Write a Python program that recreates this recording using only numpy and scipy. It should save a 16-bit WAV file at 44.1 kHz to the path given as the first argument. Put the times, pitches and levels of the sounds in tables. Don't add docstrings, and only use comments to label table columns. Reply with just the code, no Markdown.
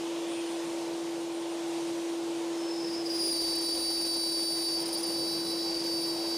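import sys
import numpy as np
from scipy import signal
from scipy.io import wavfile
from scipy.ndimage import uniform_filter1d, minimum_filter1d, map_coordinates

SR = 44100
rng = np.random.default_rng(int(sys.argv[2]) if len(sys.argv) > 2 else 0)


def master(y):
    cut = np.clip(np.atleast_2d(y).T, -1, 1)
    pcm = np.round(cut * 32767)
    wavfile.write(sys.argv[1], SR, pcm.astype(np.int16))


def makeup_ratio(level_db):
    decades = np.asarray(level_db, float) / 20
    return 10 ** decades


N = 280917
TIME = np.arange(N) / SR


def unit(x):
    return x / np.sqrt(np.mean(x ** 2) + 1e-20)


def along(points, hz):
    f, v = np.transpose(points)
    return np.interp(np.log(hz + 1), np.log(f + 1), v)


def curves(rows):
    s, *cols = np.transpose(rows)
    return [np.interp(TIME, s, c) for c in cols]


def wobble(rate):
    knots = rng.standard_normal(int(2 * TIME[-1] * rate) + 10)
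    return map_coordinates(knots, [TIME * rate], order=2)


def turns(hz):
    return 2 * np.pi * (np.cumsum(hz) / SR + rng.random())


def rush(spectrum, patchy_db):
    hz, _, z = signal.stft(rng.standard_normal(N), SR, nperseg=1024)
    field = uniform_filter1d(rng.standard_normal(z.shape), size=8, axis=0)
    field = uniform_filter1d(field, size=6, axis=1)
    inside = (hz > spectrum[0][0]) & (hz < spectrum[-1][0])
    colour = (inside * makeup_ratio(along(spectrum, hz)))[:, None]
    noise = signal.istft(z * colour * makeup_ratio(patchy_db * unit(field)), SR, nperseg=1024)[1]
    return unit(noise[:N])


def motor(shaft):
    # time in seconds, level in dB.
    tone_rows = [(0, -35.5), (.3, -34.5), (1.61, -35.5), (1.7, -33.5), (3.15, -34), (3.5, -35.5),
                 (4.3, -35), (5.0, -36), (5.9, -35), (6.37, -35.5)]
    # time in seconds, level in dB.
    brush_rows = [(0, -65), (.35, -51.5), (.7, -60), (2.0, -59), (3.1, -63)]
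    bars = 27
    # times in s, depth in dB, half width in s
    dip_times, dip_db, dip_s = (.25, .92, 1.28, 1.64), -13, 0.021
    tone = makeup_ratio(curves(tone_rows)[0] + 0.11 * wobble(11)) * np.sin(shaft)
    dips_db = dip_db * sum(np.exp(-((TIME - s) / dip_s) ** 2) for s in dip_times)
    whine_db = curves(brush_rows)[0] + dips_db + 1.8 * wobble(29.8)
    whine = makeup_ratio(whine_db) * np.sin(bars * shaft + 0.69 * wobble(37))
    return np.sqrt(2) * (tone + whine)


def cooling_air():
    # frequency in Hz, relative density in dB per Hz.
    low_colour = [(180, -27), (280, -2.5), (400, -2.5), (550, 2.5), (650, -10.5), (800, -6.5), (1050, -9.5),
                  (1230, -16), (1600, -20)]
    # frequency in Hz, relative density in dB per Hz.
    high_colour = [(590, 6), (1000, -1), (1230, -8), (2040, -6.5), (3260, -5), (6210, -8.5), (8660, -12.5),
                   (9380, -16), (9940, -17), (14300, -27.5), (15600, -44)]
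    low = makeup_ratio(-44.5 + 0.25 * wobble(5.9)) * rush(low_colour, patchy_db=0.27)
    high = makeup_ratio(-44.5 + 0.83 * wobble(2.82)) * rush(high_colour, patchy_db=1.0)
    return low + high


def dust_extraction():
    # frequency in Hz, relative density in dB per Hz.
    colour = [(45, 10), (100, -13), (150, 2.5), (230, 3), (300, -9)]
    # frequency in Hz, peak level in dB over the noise rms.
    hum_rows = [(100, -23), (150, -3.5), (226, -13)]
    swell_at, rise_s, swell_db = 4, 0.43, 4
    hum = sum(makeup_ratio(db + 2.85 * wobble(4.8)) * np.sin(2 * np.pi * hz * TIME) for hz, db in hum_rows)
    grown = np.clip((TIME - swell_at) / rise_s, 0, 1)
    level_db = -59.5 + swell_db * grown + 1.6 * wobble(5.3)
    return makeup_ratio(level_db) * (rush(colour, patchy_db=2.0) + hum)


def slide():
    # time in seconds, level in dB.
    rows = [(0, -53), (.33, -51.5), (.47, -50), (.56, -61), (.8, -80)]
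    colour = [(1900, -20), (2300, 6), (2700, 9), (3600, 9), (4100, -15)]  # (Hz, relative dB per Hz)
    return makeup_ratio(curves(rows)[0]) * rush(colour, patchy_db=3.0)


def grip():
    # time of the new bite in seconds, how badly it slips 0-1, stay on the upper lobe in seconds.
    hops = [(2.65, 0, .03), (2.68, .3, .16), (2.84, .5, .075), (2.915, .3, .055), (2.97, .3, .06),
            (3.042, .8, .04), (3.094, .82, .21), (3.304, .4, .019), (3.39, .15, .022), (3.552, .5, 0),
            (3.582, .5, 0), (3.608, .5, .003), (3.726, .3, .012), (3.78, .55, 0), (3.894, .3, .003),
            (4.004, .3, .003), (4.05, .35, 0), (4.166, .5, 0), (4.794, .65, .008), (4.856, .85, .005),
            (4.909, .6, .008), (4.924, .4, .005), (4.974, .8, .008), (5.028, .65, .011), (5.062, .6, .003),
            (5.165, .25, 0), (5.47, .25, 0), (5.706, .4, .003), (5.724, .45, .006), (5.742, .35, .002),
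            (5.787, .8, .007), (5.799, .5, .005), (5.82, .4, .003), (5.837, .7, .003)]
    # time in seconds, pitch in Hz.
    upper_rows = [(2.65, 4905), (2.9, 4895), (3.02, 5000), (3.05, 4890), (3.08, 4842)]
    lower_hz, overshoot_hz, settle_s = 4611, 190, .007
    slip_s, slip_db, unrest_s = .024, -16, .028
    full_slip, stumble_s, stumble_lasts_s, stumble_db = .83, .013, .005, -12
    hz = lower_hz + 1.8 * wobble(6)
    upper, drop_db, unrest = np.zeros(N), np.zeros(N), np.zeros(N)
    upper_hz, = curves(upper_rows)
    for s, slip, stay in hops:
        slip, since = np.clip(slip, 0, 1), TIME - s
        hopped = (since > 0) & (since < stay)
        overshoot = slip * overshoot_hz * np.exp(-np.abs(since) / settle_s)
        hz = np.where(hopped, upper_hz + overshoot, hz)
        upper += hopped
        drop_db += slip * slip_db * ((since > -slip * slip_s) & (since <= 0))
        faltering = np.abs(since - stay - stumble_s) < .5 * stumble_lasts_s
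        drop_db += stumble_db * (slip > full_slip) * faltering
        from_middle = since + .5 * slip * slip_s
        unrest = np.maximum(unrest, slip ** 2 * np.exp(-(from_middle / unrest_s) ** 2))
    return uniform_filter1d(hz, size=90), np.minimum(upper, 1), uniform_filter1d(drop_db, size=180), unrest


def chopped(bands_db, orders, depth_db=np.zeros(7)):
    phases = np.exp(2j * np.pi * rng.random(len(bands_db)))
    bands = zip(bands_db, depth_db, phases, orders)
    return sum(makeup_ratio(db + more_db) * phase * order for db, more_db, phase, order in bands)


def shudder(over_full_db):
    # frequency in Hz, relative density in dB per Hz.
    colour = [(12, 0), (45, -11), (70, -11), (120, -30)]
    level_db = -64 + 1.9 * over_full_db
    return makeup_ratio(level_db + 1.5 * wobble(11)) * rush(colour, patchy_db=1)


def chips(squeal_db, unrest):
    # frequency in Hz, relative density in dB per Hz.
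    colour = [(1500, -14.5), (3000, -14.5), (4800, -0.5), (6500, -8.5), (8000, -20), (9600, -1.5),
              (11800, -20.5), (14000, -15), (15700, -24)]
    return makeup_ratio(squeal_db - 11.0 + 1.0 * unrest) * rush(colour, patchy_db=1.0)


def chatter(shaft):
    # time in seconds, relative squeal level in dB, sharpness of the contact in dB.
    chatter_rows = [(2.6, -62, -8), (2.72, -58, -8), (2.91, -46, -7), (3.03, -53, -2), (3.06, -40.5, -17),
                    (3.16, -34.5, 0), (3.26, -30, 5), (3.46, -29.5, -2), (3.58, -34, 4), (3.71, -31, 1.5),
                    (3.99, -31, 1.5), (4.53, -32.5, 4), (4.75, -31, -1.5), (4.82, -37, 2.5), (5.0, -36, 6),
                    (5.2, -34, -1.5), (5.55, -39.5, 0.5), (5.77, -32, -16), (5.95, -35.5, 1),
                    (6.2, -38, -3.5), (6.37, -35, -9)]
    # time in seconds, relative level in dB.
    partner_rows = [(2.52, -60), (2.58, -63.5), (2.72, -55.5), (2.93, -54.5), (3.02, -58), (3.04, -71),
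                    (3.1, -67), (3.25, -51.5), (3.36, -54), (3.55, -51.5), (4.25, -51), (4.76, -55),
                    (4.82, -60), (5.1, -71), (5.16, -54), (5.65, -54), (5.78, -67), (5.95, -63),
                    (6.37, -58)]
    # time in seconds, pitch in Hz.
    partner_pitch = [(2.53, 5360), (2.57, 5265), (2.75, 5245), (2.95, 5225), (3.03, 5110), (3.1, 5190),
                     (3.3, 5242), (3.5, 5246), (3.85, 5234), (4.4, 5243), (4.7, 5233), (5.15, 5243),
                     (5.3, 5229), (5.75, 5225), (5.9, 5244), (6.37, 5238)]
    shaft_bands = [(-19, -30, 0, -14, -12.5, -34, -27), (-25, -12, 0, -17, -7, -16, -24),
                   (-17, -7, -4, -6, -9, -13, -14)]
    partner_bands = [(-39, -18, 10, -14, -12, -28, -44), (-27, -36, 6, -3, -8, -24, -40),
                     (4, -3, 5, 2, -3, -6, -12)]
    upper_lobe_db = (-28, 6, 0.5, 0, -9, -3, -1)
    # Squeal, octave and twelfth at plain sharpness, in dB over the squeal level.
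    overtone_db = (-1, -11.5, -21.5)
    sharpens = (0, 1, 0.51)
    # dB per dB of chop, for each voice.
    clears = (0, 0, 2)
    mirror_db, far_db, double_db = (6.5, 5, 3), (-11, -3, 9), (4, -5, 2)
    fuzz_db, unrest_db = (-22, -18, -8), (11, 5, 4)
    fuzz_grows = .45
    chop_grows, full_db = .8, -31
    upper_dull_db, upper_mirror_db = (0, -2, -6), -4

    squeal_db, sharp_db = curves(chatter_rows)
    over_full_db = squeal_db - full_db
    voices_db = [squeal_db + db + gain * sharp_db for db, gain in zip(overtone_db, sharpens)]
    hz, upper, drop_db, unrest = grip()
    chop_db = np.clip(-chop_grows * over_full_db, -2, 6)
    biting = np.clip((TIME - chatter_rows[0][0]) / 0.14, 0, 1)
    jog = 0.03 * wobble(900) + (0.08 + .55 * unrest) * wobble(260)
    squeal = turns(hz + 1.2 * wobble(20)) + jog

    partner_phase = turns(curves(partner_pitch)[0] + 1.2 * wobble(25)) + (.1 + .45 * upper) * wobble(120)
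    beat = np.exp(1j * (partner_phase - squeal))
    partner_db = curves(partner_rows)[0] + 1.6 * wobble(25) + 2.5 * upper * wobble(70) + .4 * drop_db
    partner = makeup_ratio(partner_db) * np.clip((TIME - partner_rows[0][0]) / .03, 0, 1)
    share = np.minimum(partner / makeup_ratio(voices_db[0] + .7 * drop_db), .3)
    mirror = share * beat.conj()

    orders = [np.exp(1j * (j - 2) * shaft) for j in range(len(upper_lobe_db))]
    flutter_db = 1.6 * wobble(35) + 2 * upper * wobble(70)
    lingers = np.maximum(upper, uniform_filter1d(upper, size=SR // 4))
    sound = np.zeros(N)
    for k, db in enumerate(voices_db):
        size = biting * makeup_ratio(db + drop_db * (.75 + .4 * k) + upper * upper_dull_db[k] + flutter_db)
        depth_db = [chop_db / (k + 1) + upper * change for change in upper_lobe_db]
        depth_db[2] = clears[k] * np.minimum(chop_db, 3) + upper * upper_lobe_db[2]
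        mixed = makeup_ratio(mirror_db[k] + lingers * upper_mirror_db) * mirror
        mixed = mixed + makeup_ratio(far_db[k]) * mirror ** 2
        mixed = mixed + makeup_ratio(double_db[k]) * mirror.conj() ** 2
        first = size * (chopped(shaft_bands[k], orders, depth_db) + mixed)
        second_size = partner if k == 0 else size * share
        second = second_size * beat * chopped(partner_bands[k], orders)
        blur_rate = 700 + 400 * k
        blur = (wobble(blur_rate) + 1j * wobble(blur_rate)) * np.exp(1j * shaft)
        skirt_db = db + .5 * k * drop_db + fuzz_db[k] + k * fuzz_grows * over_full_db + unrest_db[k] * unrest
        fuzz = biting * makeup_ratio(skirt_db) * blur
        sound += np.real(np.exp(1j * (k + 1) * squeal) * (first + second + fuzz))
    sound += makeup_ratio(voices_db[1] - 12 + 24 * upper) * biting * share * beat.real
    return np.sqrt(2) * sound + biting * (shudder(over_full_db) + chips(voices_db[0], unrest))


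def plate(x):
    # frequency in Hz, width in Hz.
    modes = [(4611, 30), (4845, 260), (4947, 90), (5282, 35)]
    for hz, width in modes:
        x = x - 2 * signal.lfilter(*signal.iirpeak(hz, hz / width, SR), x)
    return x


def shop(x):
    # frequency in Hz, time to fall by 60 dB in seconds.
    decay = [(300, 0.24), (4500, 0.71), (12000, 0.079)]
    hz, t, z = signal.stft(rng.standard_normal(SR // 2), SR, nperseg=256)
    fall_db = -60 * t / along(decay, hz)[:, None]
    tail = signal.istft(z * makeup_ratio(fall_db), SR, nperseg=256)[1]
    late = np.pad(x, (300, 0))
    return signal.fftconvolve(late, tail / np.linalg.norm(tail))[:N]


def scene():
    # time in seconds, turns per second in Hz.
    speed = [(0, 336.1), (2, 336.1), (2.9, 335.8), (3.4, 334.8), (3.8, 335.1), (6.37, 335.2)]
    shaft = turns(curves(speed)[0])
    cut = plate(chatter(shaft))
    running = motor(shaft) + cooling_air() + dust_extraction()
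    return (running + slide() + makeup_ratio(.6) * cut + makeup_ratio(-14) * shop(cut))[None]


def roll_off(x):
    return signal.sosfilt(signal.butter(12, 15730, fs=SR, output="sos"), x)


def record(dry):
    needed = np.minimum(1, .078 / (np.abs(dry) + 1e-9))
    lowest = minimum_filter1d(needed, size=133)
    held = uniform_filter1d(lowest, size=133)
    return roll_off(dry * held)


dry = scene()
out = record(dry)
master(out)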